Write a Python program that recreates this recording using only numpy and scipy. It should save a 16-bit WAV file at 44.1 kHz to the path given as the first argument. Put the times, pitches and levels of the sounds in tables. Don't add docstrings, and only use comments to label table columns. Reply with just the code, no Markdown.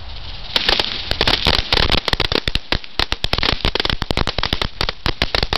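import sys
import numpy as np
from scipy import signal
from scipy.fft import rfft, irfft, next_fast_len
from scipy.io import wavfile
from scipy.ndimage import map_coordinates

SR = 44100
rng = np.random.default_rng(int(sys.argv[2]) if len(sys.argv) > 2 else 0)


def wrap_up_sound(samples):
    columns = np.atleast_2d(samples).T
    tamed = np.clip(columns, -1, 1)
    steps = np.round(tamed * 32767).astype(np.int16)
    wavfile.write(sys.argv[1], SR, steps)


N = 245637


def amp(db):
    return 10 ** (np.asarray(db) / 20)


def wobble(rate):
    return map_coordinates(rng.standard_normal(int(N * rate / SR) + 4), [np.arange(N) * rate / SR])


def noise(spectrum):
    hz, db = np.transpose(spectrum)
    size = next_fast_len(N)
    gain = amp(np.interp(np.log(np.fft.rfftfreq(size, 1 / SR) + 1), np.log(hz), db))
    shaped = irfft(rfft(rng.standard_normal(size)) * gain, size)[:N]
    return shaped / np.sqrt(np.mean(shaped ** 2) + 1e-20)


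def add(track, start_s, sound):
    part = track[max(round(start_s * SR), 0):][:len(sound)]
    part += sound[:len(part)]


def lowpass(x, hz, order):
    return signal.sosfiltfilt(signal.butter(order, hz, fs=SR, output="sos"), x)


def highpass(x, hz):
    return signal.lfilter(*signal.butter(1, hz, "highpass", fs=SR), x)


def heft_db(db, length_ms, usual_db=-5, usual_ms=4.5):
    return db - usual_db + 10 * np.log10(length_ms / usual_ms)


# t/s, level/dB, hold time/s
FUSE_FLARES = [(0.551, -23, 0.2), (0.873, -25.5, 0.28), (1.271, -23.5, 0.18), (1.633, -26.5, 0.26),
               (2.008, -32, 0.064), (2.276, -40, 0.04), (2.764, -37.5, 0.06), (3.337, -27, .19),
               (3.802, -29.5, 0.043), (4.306, -38, 0.092), (4.45, -31.5, 0.14), (5.26, -35.5, .11)]

def burn_db(lead_db=-38, lead_db_per_s=10.5, smoulder_db=-42.5, catch_db_per_s=350, fade_db_per_s=87):
    t = np.arange(N) / SR
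    burn = np.where(t < FUSE_FLARES[0][0], lead_db + lead_db_per_s * t, smoulder_db)
    for start, db, hold in FUSE_FLARES:
        before = np.maximum(start - t, 0)
        after = np.maximum(t - start - hold, 0)
        burn = np.maximum(burn, db - catch_db_per_s * before - fade_db_per_s * after)
    return burn + 1.9 * wobble(8)


# f/Hz, level/dB
HISS_TONE = [(500, -51), (1200, -31), (2200, -9.5), (3000, -0.5), (3700, 1.5), (4600, -1.5), (5500, -12),
             (7000, -17.5)]
# f/Hz, level/dB
FLAME_TONE = [(100, -8), (190, 2), (290, -0.5), (420, -6), (750, -11.5), (1400, -7.5), (2500, -4.5),
              (5000, -44)]

def fuse(burn, flame_db=-6.5, lead_flame_db=-14, sputter_db=1.0, surge_db=2.5, flutter_db=2.0):
    hiss = amp(burn + sputter_db * wobble(700) + surge_db * wobble(60)) * noise(HISS_TONE)
    on_lead = np.arange(N) / SR < FUSE_FLARES[0][0]
    open_flame_db = np.where(on_lead, lead_flame_db, flame_db)
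    flame = amp(burn + open_flame_db + flutter_db * wobble(40)) * noise(FLAME_TONE)
    return hiss + flame


# burning powder early on, then two slap echoes of the bangs at 2.72 and 3.49 s.
# t/s, relative level/dB
SHARP_SNAPS = [(.5364, -8.5), (.6385, 1), (0.6649, -4), (.759, -2), (.776, 4), (.845, 3.5), (0.9178, -1.5),
               (1.377, -1), (1.3965, -4), (1.425, -0.5), (1.4534, 5.5), (1.6038, -0.5), (2.054, -7.5),
               (2.843, -9.5), (3.607, -3.5)]

def snaps_and_spits(burn, spits_per_s=39, spit_db=6.5, spread_db=4.5, gain_db=-4, fade_s=0.0062):
    snaps, t = np.zeros(N), np.arange(SR // 20) / SR
    hiss = noise(HISS_TONE)
    sizes_db = burn + spit_db + spread_db * rng.standard_normal(N)
    spits = [(i / SR, sizes_db[i]) for i in np.flatnonzero(rng.random(N) < spits_per_s / SR)]
    for start, db in SHARP_SNAPS + spits:
        add(snaps, start, amp(db + gain_db - 60 * t / fade_s))
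    return snaps * hiss


# peak t/s, level/dB, half length/s
WIND_GUSTS = [(0.293, -25.5, 0.46), (1.25, -20.5, 0.33), (3.65, -28, .16), (4.8, -33, 0.23), (5.5, -28, .3)]
# f/Hz, level/dB
RUMBLE_TONE = [(10, -21), (25, 6), (60, -7.5), (110, -14), (170, -30.5), (400, -56), (1500, -79)]
# t/s, level/dB
RUSTLE_LEVELS = [(0, -39.5), (.9, -37.5), (2, -43), (2.7, -48), (5.57, -50)]
# f/Hz, level/dB
RUSTLE_TONE = [(150, 0), (400, -5.5), (600, -1.5), (800, 2), (1100, -4.5), (2000, -8.5), (5000, -25.5)]

def wind(calm_db=-40.5, buffet_db=2):
    t = np.arange(N) / SR
    gusts = sum(amp(db) * np.exp(-((t - peak) / half) ** 2) for peak, db, half in WIND_GUSTS)
    rumble = (amp(calm_db) + gusts) * amp(buffet_db * wobble(4.8)) * noise(RUMBLE_TONE)
    rustle = amp(np.interp(t, *np.transpose(RUSTLE_LEVELS))) * noise(RUSTLE_TONE)
    return rumble + rustle


# t/s, level/dB, crack length/ms, strength of the slow push of air (minus pulls)
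CRACKER_BANGS = [(0.56, -2.5, 10.7, 1), (0.687, -1, 9.1, 3), (0.723, -3, 10.2, 0.5), (0.7959, 1, 6, 0.5),
                 (1.1134, -1, 3.7, -3.5), (1.209, -3.5, 8.8, 0.9), (1.2269, -4, 5.95, 3.5),
                 (1.275, -3.5, 10.3, 2), (1.285, -8, 2.4, -1), (1.292, -8, 5.8, -.5), (1.3032, -2.5, 9, -2),
                 (1.331, -3.5, 12.6, -2), (1.4679, -0.5, 2.4, 2.5), (1.4796, -1, 8, -0.5),
                 (1.492, 0, 2.2, 1), (1.504, -6, 4.4, 3.5), (1.5294, -5, 6.8, 0.5), (1.549, 4.5, 1.8, 0.5),
                 (1.5847, -0.5, 4.4, 2.5), (1.7256, 1, 5.2, 0), (1.7362, -6, 6.3, 3), (1.7692, -2, 6.2, 0),
                 (1.797, -0.5, 4, 3), (1.8233, -5.5, 12.7, -2.5), (1.8441, -8, 5.3, 2.3),
                 (1.859, -10, 3, 3.5), (1.8956, -7, 2.2, -2), (1.918, -6.5, 10, 3.5),
                 (1.933, -4.5, 5.3, -.5), (1.9451, -7, 3.5, 6), (1.974, -5.5, 11.3, -1),
                 (2.0809, -.5, 3.9, -0.2), (2.1304, -3, 4.9, -3.5), (2.1994, -4, 5.3, 0.1),
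                 (2.213, -10, 6.8, 5), (2.246, -4, 5, 1), (2.3178, -1, 4.2, 1), (2.3533, -4.5, 5.6, 0),
                 (2.378, -5, 5.5, 0), (2.4764, -2, 3.66, 3), (2.5531, -1.5, 3.34, 2.5),
                 (2.7223, -4.5, 8.1, 1.9), (2.7499, -4, 1.66, -2), (2.9946, 2, 3.43, 1.5),
                 (3.0231, -3, 4.3, 0.5), (3.1235, -0.5, 2.94, -1.7), (3.243, -3, 4.1, 3.5),
                 (3.3327, 0, 4.7, -2.5), (3.3838, -5.5, 4.4, 7.5), (3.432, 0, 3, 0.7),
                 (3.4545, -7, 11, -.5), (3.4869, 1, 6.5, -.5), (3.524, -7.5, 4.3, 3), (3.648, -3, 1, 2),
                 (3.66, -10, 6.1, -1.7), (3.6775, -7, 7.2, 1.8), (3.7537, -6, 7.2, .6),
                 (3.7966, -6.5, 7.7, .5), (3.852, -6.5, 6.3, 1.4), (3.8961, -3, 4, 0.6),
                 (3.9275, -7.5, 2.75, 4), (4.021, -3, 1.6, -2.5), (4.107, -1.5, 1.8, 5),
                 (4.1737, -1.5, 1.5, 1.2), (4.189, -6.5, 2.7, 0.3), (4.211, -7, 2.3, 4.5),
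                 (4.2742, 3, 1.8, -2), (4.289, -4.5, 6.9, 0.5), (4.3848, -6.5, 4.7, 3.5),
                 (4.434, -4.5, 4.3, 0.1), (4.4554, -4.5, 3.9, 0.5), (4.5275, -0.5, 3.65, 3.5),
                 (4.54, -5.5, 3.8, 1), (4.6159, -4, 5.5, 1), (4.6471, -7.5, 2.84, -2.5),
                 (4.8092, 0.5, 2.7, -0.6), (4.832, -9, 6.4, 3), (4.888, -4, 4.9, .6),
                 (5.061, -2, 1.74, -1.5), (5.0838, -7, 4.9, 0.3), (5.0912, -9.5, 4.9, 3),
                 (5.2175, 1.5, 4.4, 1.5), (5.2349, -8.5, 3.6, 2.5), (5.3466, 0.5, 5.1, -1),
                 (5.3819, -2, 3.8, 1), (5.427, -4.5, 3.9, 2.3), (5.5281, 1, 2.9, 1.35), (5.556, -1.5, 3, 0)]
# f/Hz, level/dB
CRACK_TONE = [(60, 4), (200, 0), (450, 6), (680, -2.5), (870, 0.5), (1350, -5), (1950, -0.5), (2500, -3.5),
              (3400, 1.5), (4800, -1.5), (6000, -15.5), (8000, -10.5)]

def crackers(grass_db=-17, grass_fade_s=0.1, push_s=0.032, relax_s=0.027, build=0.88, split_hz=2300):
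    bass_power, treble_power, pushes = np.zeros((3, N))
    t = np.arange(SR // 4) / SR
    swing = (1 - t / push_s) * np.exp(-t / relax_s)
    grass = amp(grass_db - 60 * t / grass_fade_s)
    crack = noise(CRACK_TONE) * amp(2 * wobble(900))
    for start, db, length_ms, push in CRACKER_BANGS:
        age = t / (length_ms / 1000)
        bright_db = 0.1 * heft_db(db, length_ms) + 0.52 * rng.standard_normal()
        power = amp(db) ** 2 * (np.exp(-2 * age ** 2) + grass ** 2)
        add(bass_power, start, power * amp(-bright_db) ** 2)
        add(treble_power, start, power * amp(bright_db) ** 2)
        rise = 1 - np.exp(-(build * age) ** 4)
        add(pushes, start, push * rise * swing)
    bass = lowpass(crack, split_hz, order=2)
    treble = crack - bass
    return np.sqrt(bass_power) * bass + np.sqrt(treble_power) * treble + pushes


def blast_fronts(fall_s=0.0003):
    fronts = np.zeros(N)
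    age = np.arange(SR // 100) / SR / fall_s
    for start, db, *_ in CRACKER_BANGS:
        add(fronts, start, amp(db) * (1 - age) * (age < 2))
    return fronts


# delay t/s, relative level/dB
HARD_ECHOES = [(0.0438, -20.5), (0.1194, -25)]
# f/Hz, level/dB
GARDEN_TONE = [(100, -35), (400, -4.5), (1000, -8), (2000, -12.5), (3700, -5.5), (5000, -8), (7000, -3)]

def garden_echoes(wash_db=-31, wash_fade_s=0.4, build_s=0.0029, slap_db=2, slap_fade_s=0.0074):
    wash_power, slap_power = np.zeros((2, N))
    t = np.arange(SR // 2) / SR
    tail = amp(wash_db - 60 * t / wash_fade_s) * (1 - np.exp(-t / build_s))
    for start, db, length_ms, _ in CRACKER_BANGS:
        strength_db = heft_db(db, length_ms) + 1.5 * rng.standard_normal()
        add(wash_power, start, (amp(strength_db) * tail) ** 2)
        for delay, echo_db in HARD_ECHOES:
            slap = amp(strength_db + slap_db + echo_db - 60 * t / slap_fade_s)
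            add(slap_power, start + delay, slap ** 2)
    uneven = amp(2 * wobble(60) + 4.3 * wobble(600))
    return np.sqrt(wash_power * uneven ** 2 + slap_power) * noise(GARDEN_TONE)


def scene():
    burn = burn_db()
    mix = fuse(burn) + snaps_and_spits(burn) + blast_fronts() + crackers() + garden_echoes() + wind()
    return mix[None]


def record(dry, gain_db=-4, bass_hz=68, treble_hz=5700, offset=-0.027, hiss_db=-54, clip_at=0.715):
    limited = amp(gain_db) * dry / (1 + dry ** 16) ** (1 / 16)
    drained = highpass(limited, bass_hz)
    brightened = drained + 0.21 * highpass(drained, hz=500)
    amplifier_hiss = amp(hiss_db) * rng.standard_normal(N)
    off_centre = lowpass(brightened + amplifier_hiss, treble_hz, order=22) + offset
    return lowpass(np.clip(off_centre, -clip_at, clip_at), hz=16500, order=16)


dry = scene()
out = record(dry)
wrap_up_sound(out)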